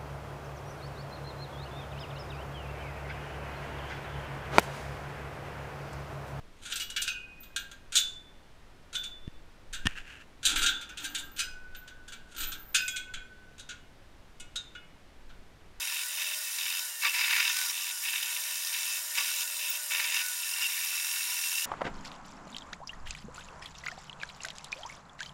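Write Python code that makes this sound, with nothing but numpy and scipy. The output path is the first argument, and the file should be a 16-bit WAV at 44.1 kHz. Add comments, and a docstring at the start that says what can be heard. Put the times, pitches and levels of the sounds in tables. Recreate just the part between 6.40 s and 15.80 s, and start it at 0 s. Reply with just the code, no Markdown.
"""A steel chain is drawn out of a barred garden gate, close to a body-worn camera in a quiet yard.
Over the outdoor hush and the wearer's low rumble, a first pull drags the chain across a bar.
Links skid, knock together and ring on, while small keys tinkle high above them.
Around 3 s the camera is bumped twice, and cloth brushes it. More pulls follow from 4 to 6 s,
rattling the links and making the gate hum. The last few clinks thin out toward 9 s."""
import sys
import numpy as np
from scipy import signal
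from scipy.fft import rfft, irfft, next_fast_len
from scipy.io import wavfile

SR = 44100
rng = np.random.default_rng(int(sys.argv[2]) if len(sys.argv) > 2 else 0)


def master_out(mix):
    """Clip the mix to full scale and print it as 16-bit PCM to the path in sys.argv[1]."""
    frames = np.transpose(np.atleast_2d(mix))
    ceiling = np.clip(frames, -1, 1)
    pcm = np.round(ceiling * 32767).astype(np.int16)
    wavfile.write(sys.argv[1], SR, pcm)


N = 414523
T = np.arange(N) / SR

# Links knocking together: start_s, level_db, chatter_s, tilt_db_per_octave, link_name, ring_db, slide_s
KNOCKS = [ (.322, -32.5, .002, -2, "hanging", -60, 0.019), (0.357, -36, .019, 4, "slack", -50, 0),
          (0.399, -37.5, .028, 2, "slack", -38, 0.001), (0.501, -40.5, .003, 3, "slack", -54, 0.00063),
          (0.563, -31, .012, -1.5, "slack", -37, 0), (0.619, -32.5, .012, 5.5, "middle", -42, 0.0033),
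          (.678, -33, .005, 0, "middle", -34, 0.0066), (1.032, -54.5, .005, -1, "tight", -62, 0),
          (1.162, -30.5, 0.0021, 0, "tight", -42, 0), (1.314, -47.5, .003, -1, "tight", -60, 0),
          (1.555, -22, .013, 4.5, "hanging", -33.5, 0.033), (1.57, -25.5, .024, 4.5, "bright", -34, 0.0017),
          (2.552, -33, .004, 0, "bright", -36, 0.023), (2.638, -43, .011, 2, "bright", -50, 0.0042),
          (3.332, -39, .018, -1, "tight", -48.5, 0.004), (4.053, -23, .022, 4, "bright", -41, .023),
          (4.161, -32, .029, -6, "tight", -44, 0.0041), (4.228, -32.5, .004, 3.5, "tight", -35, 0.00065),
          (4.261, -25.5, .008, -2, "hanging", -32.5, 0.00017), (4.286, -32, 0.014, -3, "bright", -37, 0.01),
          (4.412, -45, .02, -2.5, "tight", -50, 0.00078),
          (4.491, -47.5, .02, -7.5, "middle", -54.5, 0.00033),
          (4.574, -41.5, .032, -2, "tight", -65, 0.002), (4.643, -37.5, .02, 1.5, "tight", -41, 0.023),
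          (4.749, -33, .01, 1, "tight", -41.5, 0.0036), (4.782, -41.5, .014, 6.5, "bright", -64, 0),
          (4.992, -30, .013, 0.5, "free", -37, 0.028), (5.348, -48.5, .01, -4.5, "tight", -65, 0),
          (5.478, -53, .01, -2, "tight", -57, 0.0017), (5.682, -51.5, .007, 2.5, "tight", -55.5, 0.0031),
          (5.723, -46.5, .015, -1, "tight", -56, 0.0021), (6.119, -40.5, .011, -1, "tight", -53, 0.00068),
          (6.346, -24, .014, 2, "end", -28, 0.0022), (6.48, -34.5, .004, 8.5, "tip", -38.5, 0.00099),
          (6.561, -36.5, .012, 1, "tip", -42.5, 0), (6.739, -39.5, .005, -4.5, "tip", -46.5, 0.0014),
          (7.195, -50, .01, 7, "hanging", -53.5, 0.014), (7.292, -43, .02, 2, "last", -50.5, 0.0024),
          (7.999, -47.5, .0075, 11, "last", -50.5, 0), (8.158, -38.5, .008, 5, "hanging", -35.5, 0.0017),
          (8.35, -50.5, .01, -3, "last", -47, 0), (8.893, -56.5, .012, -9, "hanging", -70, 0)]


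def undb(db):
    """Turn decibels into a gain."""
    return 10 ** (np.asarray(db) / 20)


def unit(x, size=None):
    """Scale x so that its first size samples (all by default) have an average (rms) level of 1."""
    return x / np.sqrt(np.mean(x[:size] ** 2) + 1e-20)


def add(out, start_s, x):
    """Mix x into out from start_s on."""
    i = int(start_s * SR)
    out[i:i + len(x)] += x[:N - i]


def gain_at(hz, points):
    """Read the gain at hz from a curve of (pitch_hz, level_db) points."""
    pitch_hz, level_db = np.transpose(points)
    return undb(np.interp(np.log(hz + 1), np.log(pitch_hz), level_db))


def colour(x, points):
    """Shape the lows and highs of x with such a curve; the result has level 1."""
    size = next_fast_len(N)
    hz = np.arange(size // 2 + 1) * SR / size
    return unit(irfft(rfft(x, size) * gain_at(hz, points), size)[:N])


def ring(modes, seconds):
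    """A struck object rings at its own pitches, called modes; each fades by 60 dB in decay_s."""
    t = T[:int(seconds * SR)]
    hz, db, decay_s = np.transpose(modes)[:, :, None]
    tones = undb(db - 60 * t / decay_s) * np.sin(2 * np.pi * hz * t)
    return np.sum(tones, axis=0) / np.sqrt(np.sum(undb(db) ** 2) / 2)


def contacts(per_s, spread_db):
    """Tiny taps at random times and of uneven strength."""
    taps = (rng.random(N) < per_s / SR) * rng.choice([-1, 1], N)
    return unit(taps * undb(spread_db * np.clip(rng.standard_normal(N), -2, 2)))


def touches(length_s, per_s):
    """Uneven times of touches within length_s, the first at once."""
    count = max(int(length_s * per_s), 1)
    return np.append(0, (np.arange(count) + rng.random(512)[:count]) / count) * length_s


def swells(rows):
    """A gain that rises and falls smoothly around each peak time."""
    return sum(undb(db) * np.exp(-((T - peak_s) / half_s) ** 2) for peak_s, db, half_s in rows)


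def yard_hush(level_db=-57):
    """The distant outdoors is a steady, soft noise, strongest in the bass."""
    # Tone of the hush: pitch_hz, level_db
    hush_tone = [(24, -33.5), (40, 1), (158, -8.5), (207, -9), (273, -10.5), (704, -15.5), (1310, -18.5),
                 (1520, -18), (3140, -23.5), (3840, -25.5), (10900, -38.5), (14000, -43), (15500, -48)]
    return undb(level_db) * colour(rng.standard_normal(N), hush_tone)


def wearer_rumble(standing_db=-53):
    """The wearer's swaying makes the camera rumble, and each lurch swells it."""
    # Tone of the rumble: pitch_hz, level_db
    rumble_tone = [(5, 0.5), (12, 8.5), (25, 1), (50, -14), (100, -29.5), (250, -38), (600, -64)]
    # Lurches of the body: peak_s, level_db, half_length_s
    lurches = [(2.85, -45.5, .15), (3.46, -38.5, 0.12), (4.19, -34.5, 0.093), (5.2, -50, 0.25),
               (6.06, -39, 0.086), (6.72, -45.5, 0.072), (8.93, -44, .08)]
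    return (undb(standing_db) + swells(lurches)) * colour(rng.standard_normal(N), rumble_tone)


def link_blows(crack_db=-5.5, crack_decay_s=0.041, decay_at_3khz_s=.19, count=40, mode_count=340):
    """A set of single hits on the chain, each a short crack plus many fast-fading steel modes."""
    # Tone of all the touching links together: pitch_hz, level_db
    steel_tone = [(400, -53), (1000, -36.5), (1250, -14.5), (1420, 7.5), (1620, 3), (1950, -11),
                  (2300, -1.5), (2750, 2), (3600, 4.5), (5300, -7.5), (6400, 0.5), (8500, -2.5),
                  (9700, -8.5), (15500, -26.5)]
    t = T[:SR * 2 // 5]
    place = (np.arange(mode_count) + rng.random(mode_count)) / mode_count
    hz = 1200 + 6000 * place + 7500 * place ** 2
    spacing = 6000 + 15000 * place  # high modes lie further apart, so each carries more energy
    decay_s = decay_at_3khz_s * (hz / 3000) ** -0.51  # high modes die sooner
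    decay_s *= undb(0.46 * rng.standard_normal(mode_count))
    modes = np.exp(-np.log(1000) * t / decay_s[:, None]) * np.sin(2 * np.pi * hz[:, None] * t)
    # each contact point favours a few modes, which gives every clink its own pitch
    signs = rng.choice([-1, 1], (count, mode_count))
    mix = signs * undb(5.5 * np.clip(rng.standard_normal(signs.shape), -2, 1.7))
    rings = (mix * gain_at(hz, steel_tone) * np.sqrt(spacing)) @ modes
    noise = colour(rng.standard_normal(N), steel_tone)
    fade = undb(crack_db - 60 * t / crack_decay_s)
    cracks = [fade * noise[i:i + len(t)] for i in rng.integers(0, N - len(t), count)]
    return np.array([unit(tone, size=SR // 100) + crack for tone, crack in zip(rings, cracks)])


def effort(full_speed_s, run_up_s, hold_s, fall_db_per_s, rise_db=24.5):
    """The gain of one pull over time: it gathers speed, holds, and dies away."""
    before_s = np.maximum(full_speed_s - T, 0)
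    after_s = np.maximum(T - full_speed_s - hold_s, 0)
    return undb(-rise_db * before_s / run_up_s - fall_db_per_s * after_s)


def chain_drag(blows, count=6):
    """Pulled links tumble over a bar in a dense rattle, while the gate hums in its low modes."""
    # Pulls on the chain: full_speed_s, run_up_s, hold_s, rattle_db, hum_db
    pulls = [(0.263, 0.095, 0.068, -44.5, -65), (4.079, .04, .17, -32.5, -46.5),
             (4.623, .05, .17, -61, -56), (6, 0.095, 0.031, -37, -52.5)]
    # Modes of the gate's bars: pitch_hz, width_hz, level_db
    bar_modes = [(294.4, 19, -13.5), (309, 26, -4), (414, 35, -16.5), (794, 54, -10), (924, 75, -10),
                 (1290, 100, -1.5)]
    rattle_gain = sum(undb(db) * effort(*timing, fall_db_per_s=274) for *timing, db, _ in pulls)
    hum_gain = sum(undb(db) * effort(*timing, fall_db_per_s=51) for *timing, _, db in pulls)
    rattle, hum = np.zeros(N), np.zeros(N)
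    for blow in blows[:count]:
        taps = contacts(per_s=27, spread_db=5) * rattle_gain
        rattle += signal.oaconvolve(taps, blow / np.linalg.norm(blow))[:N]
    shoves = contacts(per_s=600, spread_db=1)
    for hz, width_hz, db in bar_modes:
        resonance = signal.iirpeak(hz, hz / width_hz, fs=SR)
        hum += undb(db) / np.sqrt(width_hz) * signal.lfilter(*resonance, shoves)
    return rattle / np.sqrt(count) + unit(hum) * hum_gain


def link_slides(blows, scatter_db=3, first_db=4, rise_db=6):
    """A link may catch its neighbour and skid along it, ever harder, just before it knocks."""
    out = np.zeros(N)
    for knock_s, knock_db, *_, slide_s in KNOCKS:
        if slide_s > 0:
            skid = np.zeros(SR // 2)
            for delay, (which, force) in zip(touches(slide_s, per_s=200), rng.random((64, 2))):
                db = scatter_db * (2 * force - 1) + first_db * (delay == 0) + rise_db * delay / slide_s
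                add(skid, delay, undb(db) * blows[int(which * len(blows))])
            skid_db = -27 + .48 * knock_db  # louder knocks have louder skids
            add(out, knock_s - slide_s, undb(skid_db) * unit(skid, size=SR // 100 + int(slide_s * SR)))
    return out


def knock_tone(x, tilt_db_per_octave, link):
    """Each knock has its own brightness, and each link adds its own tone."""
    # Centres of the links' groups of modes: pitch_hz
    group_hz = (1450, 2600, 3600, 4900, 6800, 12000)
    # How each link shares a knock among those groups: link_name -> level_db for each group
    group_db = {"end": (-0.82, -1.4, 0.17, 1, -1.7, -2.7), "tip": (-3, 1, 3.5, -1.5, 4.5, -4.5),
                "slack": (-3.5, 2.5, -2, 4.5, -2, -2), "middle": (2, -5, 1.5, 5, -1.5, -0.5),
                "bright": (-2.5, -1.5, 6, 1.5, 0.5, -2), "tight": (-1, -1, 1, -1, 1, -1),
                "free": (-0.11, 2, -3.7, 2, -1.5, 0.41), "hanging": (-3.5, -1.5, 3, 3, 1, -9),
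                "last": (11, 5, 4, 4.5, 3.5, -9)}
    size = next_fast_len(len(x) + SR // 100)
    hz = np.clip(np.arange(size // 2 + 1) * SR / size, 1000, 12000)
    tilt = undb(tilt_db_per_octave * np.log2(hz / 4000))
    tone = gain_at(hz, list(zip(group_hz, group_db[link])))
    return irfft(rfft(x, size) * tilt * tone, size)[:len(x)]


def link_ring(link, twin_db=-9, split_hz=30, swing_db=5.0, swing_hz=11):
    """A freed link rings on. Each mode pulses against a weaker twin and wavers as the link swings."""
    # Modes of the links that hang free: link_name -> rows of pitch_hz, level_db, decay_s
    link_modes = { "end": [(1502.2, -1, 1.9), (2179, -26, 1.2), (2500, 5.5, 0.45), (2552, 2, 0.71),
                  (2743, 3.5, 0.37), (2820, -22, 1.7), (3450, -21, 1.7), (4150, -32, .45), (4970, -5, 0.4),
                  (5038, -2.5, 0.36), (5862, -8, 0.46), (6940, -22, 0.59)], "tip": [(1525, -2, 0.71),
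                  (2180, -3, 0.42), (2463, 1.5, 0.39), (3340, 2.5, 0.29), (7200, -7, 0.29),
                  (7100, -16, 0.51)], "slack": [(1330, -23, 0.72), (2925, -5, 0.58), (2880, 1, 0.48),
                  (3350, -2, 0.25), (4680, -4.5, 0.1), (5700, -10, 0.32)], "middle": [(1460, -6, 0.61),
                  (1566, -10, 0.82), (2498, -1.5, 1), (2475, -7, 1), (2573, -5, 0.52), (2750, 0, 0.55),
                  (2860, -6, 0.51), (2940, -6.5, .45), (6300, 1, 0.14)], "bright": [(1500, -18, 0.95),
                  (2493, -15, 0.23), (3500, 4, 0.54), (3510, -12, 1), (3563, -1, 0.58), (3700, -3, 0.38),
                  (4640, -23.5, 0.54), (6400, -24, .35), (7070, -20, .52)], "tight": [(1610, -2.5, 0.34),
                  (1598, -3.5, 0.63), (2840, -4.5, 0.45), (3300, -4.5, 0.21), (3430, -0.5, .2),
                  (4680, -6, 0.201), (5970, -11, 0.19)], "free": [(1495, -6.5, 3.5), (2509, -5.5, 0.7),
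                  (2830, -1, 0.34), (4000, -6, 0.18), (4950, -4, 0.35), (5035, 4.5, 0.31), (6000, -3, 0.31),
                  (8500, -4, 0.26)], "hanging": [(1445, -5, 0.2), (1495, -37, 0.56), (3600, -3.5, 0.42),
                  (3709, 6.5, 0.25), (3838, 0, 0.24), (7170, -25, 0.47)], "last": [(1446, -0.5, 0.22),
                  (2160, -9.5, 0.61), (2320, -13, 0.38), (2570, -7, 0.31), (2905, -5.5, 0.4),
                  (3454, 0.5, 0.14)]}
    modes = link_modes[link]
    longest_s = max(decay_s for _, _, decay_s in modes)
    t = T[:int(min(longest_s, 1.5) * SR)]
    out = np.zeros(len(t))
    for (hz, db, decay_s), (split, pace, phase) in zip(modes, rng.random((len(modes), 3))):
        twin_hz = hz + split_hz * (2 * split - 1)
        pair = np.sin(2 * np.pi * hz * t) + undb(twin_db) * np.sin(2 * np.pi * twin_hz * t)
        waver_db = swing_db * np.sin(2 * np.pi * (swing_hz * (.5 + pace) * t + phase))
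        out += undb(db + waver_db - 60 * t / decay_s) * pair
    return out / np.sqrt(sum(undb(db) ** 2 for _, db, _ in modes) / 2)


def link_clinks(blows, scatter_db=3, first_db=5, snap_db=-1, snap_s=0.0091, lowest_hz=1250, hits=6):
    """Each knock is a quick chatter between three neighbouring links and leaves one link ringing."""
    out = np.zeros(N)
    for start_s, db, chatter_s, tilt, link, ring_db, _ in KNOCKS:
        span = int(chatter_s * SR)
        delays = np.append(0, (np.arange(hits - 1) + rng.random(hits - 1)) / (hits - 1)) * chatter_s
        strengths = undb(np.append(first_db, scatter_db * rng.standard_normal(hits - 1)))
        neighbours = np.resize(rng.choice(len(blows), size=3, replace=False), hits)
        burst = np.zeros(SR // 2 + span)
        for delay, strength, which in zip(delays, strengths, neighbours):
            add(burst, delay, strength * blows[which])
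        # links are loudest while they touch; the pull on the chain then damps them at once
        burst *= 1 + undb(snap_db) * np.exp(-T[:len(burst)] / (chatter_s + snap_s))
        add(out, start_s, undb(db) * unit(knock_tone(burst, tilt, link), size=SR // 80 + span))
        add(out, start_s + chatter_s / 4, undb(ring_db) * link_ring(link))
    # a link is too small to give off sound below its lowest mode
    return signal.sosfilt(signal.butter(6, lowest_hz, "high", fs=SR, output="sos"), out)


def key_tinkles(tick_db=-7, spread_hz=50, scatter_db=4, attack_s=.0012):
    """Small keys touch a few times in a row, each time with a tick and a very high ring."""
    # Shakes of the bunch of keys: start_s, length_s, level_db
    shakes = [(.33, 0.11, -52), (0.606, 0.022, -51), (1.003, .03, -53), (4.173, .02, -46),
              (4.603, 0.25, -58), (4.914, .13, -57), (5.363, 0.022, -55), (5.967, .12, -42.5),
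              (6.099, .46, -55.5)]
    # Modes of a key: pitch_hz, level_db, decay_s
    key_modes = [(13500, -3, 0.15), (13700, 1, .17), (14010, -7, .25), (14200, -11, 0.174),
                 (14750, -11.5, 0.198)]
    # until the hand lets go of the chain, every knock also jolts the keys
    let_go_s, jolt_s, softer_db = 6.65, .03, 26
    jolts = [(start_s, jolt_s, db - softer_db) for start_s, db, *_ in KNOCKS if start_s < let_go_s]
    out = np.zeros(N)
    for start_s, length_s, db in shakes + jolts:
        span = int(length_s * SR)
        burst = np.zeros(SR // 2 + span)
        strengths = undb(scatter_db * rng.standard_normal(128))
        detunes_hz = spread_hz * rng.standard_normal((128, len(key_modes)))
        ticks = undb(tick_db) * np.diff(rng.standard_normal((128, SR // 2000)))
        for i, delay in enumerate(touches(length_s, per_s=70)):
            modes = [(hz + detune, *rest) for (hz, *rest), detune in zip(key_modes, detunes_hz[i])]
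            touch = ring(modes, seconds=0.27)
            touch *= 1 - np.exp(-T[:len(touch)] / attack_s)
            add(touch, 0, ticks[i])
            add(burst, delay, strengths[i] * touch)
        add(out, start_s, undb(db) * unit(burst, size=SR // 50 + span))
    return out


def wall_echo(x, echo_db=-12, decay_s=0.35, first_s=0.0024):
    """The paving and the house walls add a short, thin echo."""
    t = T[:SR // 2]
    echo = rng.standard_normal(len(t)) * undb(-60 * t / decay_s) * (t > first_s)
    echo = signal.sosfilt(signal.butter(1, 6000, fs=SR, output="sos"), echo)
    return x + undb(echo_db) * signal.oaconvolve(x, echo / np.linalg.norm(echo))[:N]


def camera_bumps(click_band_hz=(900, 8000)):
    """A bump thuds through the camera's mount and makes its case click."""
    # Hits on the camera, all but the first in one quick cluster: time_s, thud_db, push_s, click_db
    bumps = [(2.878, -26.5, 0.0022, -39.5), (3.456, -21, 0.0027, -22), (3.46, -18.5, 0.0046, -18),
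             (3.4674, -53, 0.0034, -17), (3.4702, -22.5, 0.0026, -7)]
    # Modes of the mount and of the case: pitch_hz, level_db, decay_s
    mount_modes = [(45, -33, .07), (150, 3.5, 0.024), (254, 3.5, 0.012)]
    case_modes = [(1480, -34, .022), (1820, 10, 0.027), (2870, 8, 0.015), (3200, 17, 0.0045),
                  (5430, 18, 0.001), (8550, 15, 0.001)]
    thud = ring(mount_modes, seconds=.12)
    band = signal.butter(2, click_band_hz, "band", fs=SR, output="sos")
    click = signal.sosfilt(band, ring(case_modes, seconds=.05))
    out = np.zeros(N)
    for time_s, thud_db, push_s, click_db in bumps:
        soft_thud = np.convolve(thud, np.hanning(int(push_s * SR)))  # a longer push sounds duller
        add(out, time_s - push_s / 2, undb(thud_db) * soft_thud / np.abs(soft_thud).max())
        add(out, time_s, undb(click_db) * click / np.abs(click).max())
    return out


def cloth_brush():
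    """Cloth rubs the camera: a crowd of tiny taps blurs into a rustle."""
    # Strokes of the cloth: peak_s, level_db, half_length_s
    strokes = [(3.495, -46, 0.044), (3.585, -41, 0.025), (3.71, -48.5, 0.071), (3.815, -51.5, 0.018)]
    # Tone of the rustle: pitch_hz, level_db
    cloth_tone = [(600, -25), (1200, -11), (1600, 3.5), (2150, -7), (2700, 2.5), (3600, -13.5), (5000, -20),
                  (7000, -18.5), (10000, -29), (15000, -38)]
    return colour(contacts(per_s=2500, spread_db=5), cloth_tone) * swells(strokes)


def scene():
    """Mix the echoing chain, gate and keys with the hush and the camera's own noises, in mono."""
    blows = link_blows()
    metal = wall_echo(link_clinks(blows) + link_slides(blows) + chain_drag(blows) + key_tinkles())
    return (metal + yard_hush() + camera_bumps() + cloth_brush() + wearer_rumble())[None]


def record(dry, top_hz=15500):
    """The camera cuts off the highest treble."""
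    return signal.sosfilt(signal.ellip(8, .2, 70, top_hz, fs=SR, output="sos"), dry)


dry = scene()
out = record(dry)
master_out(out)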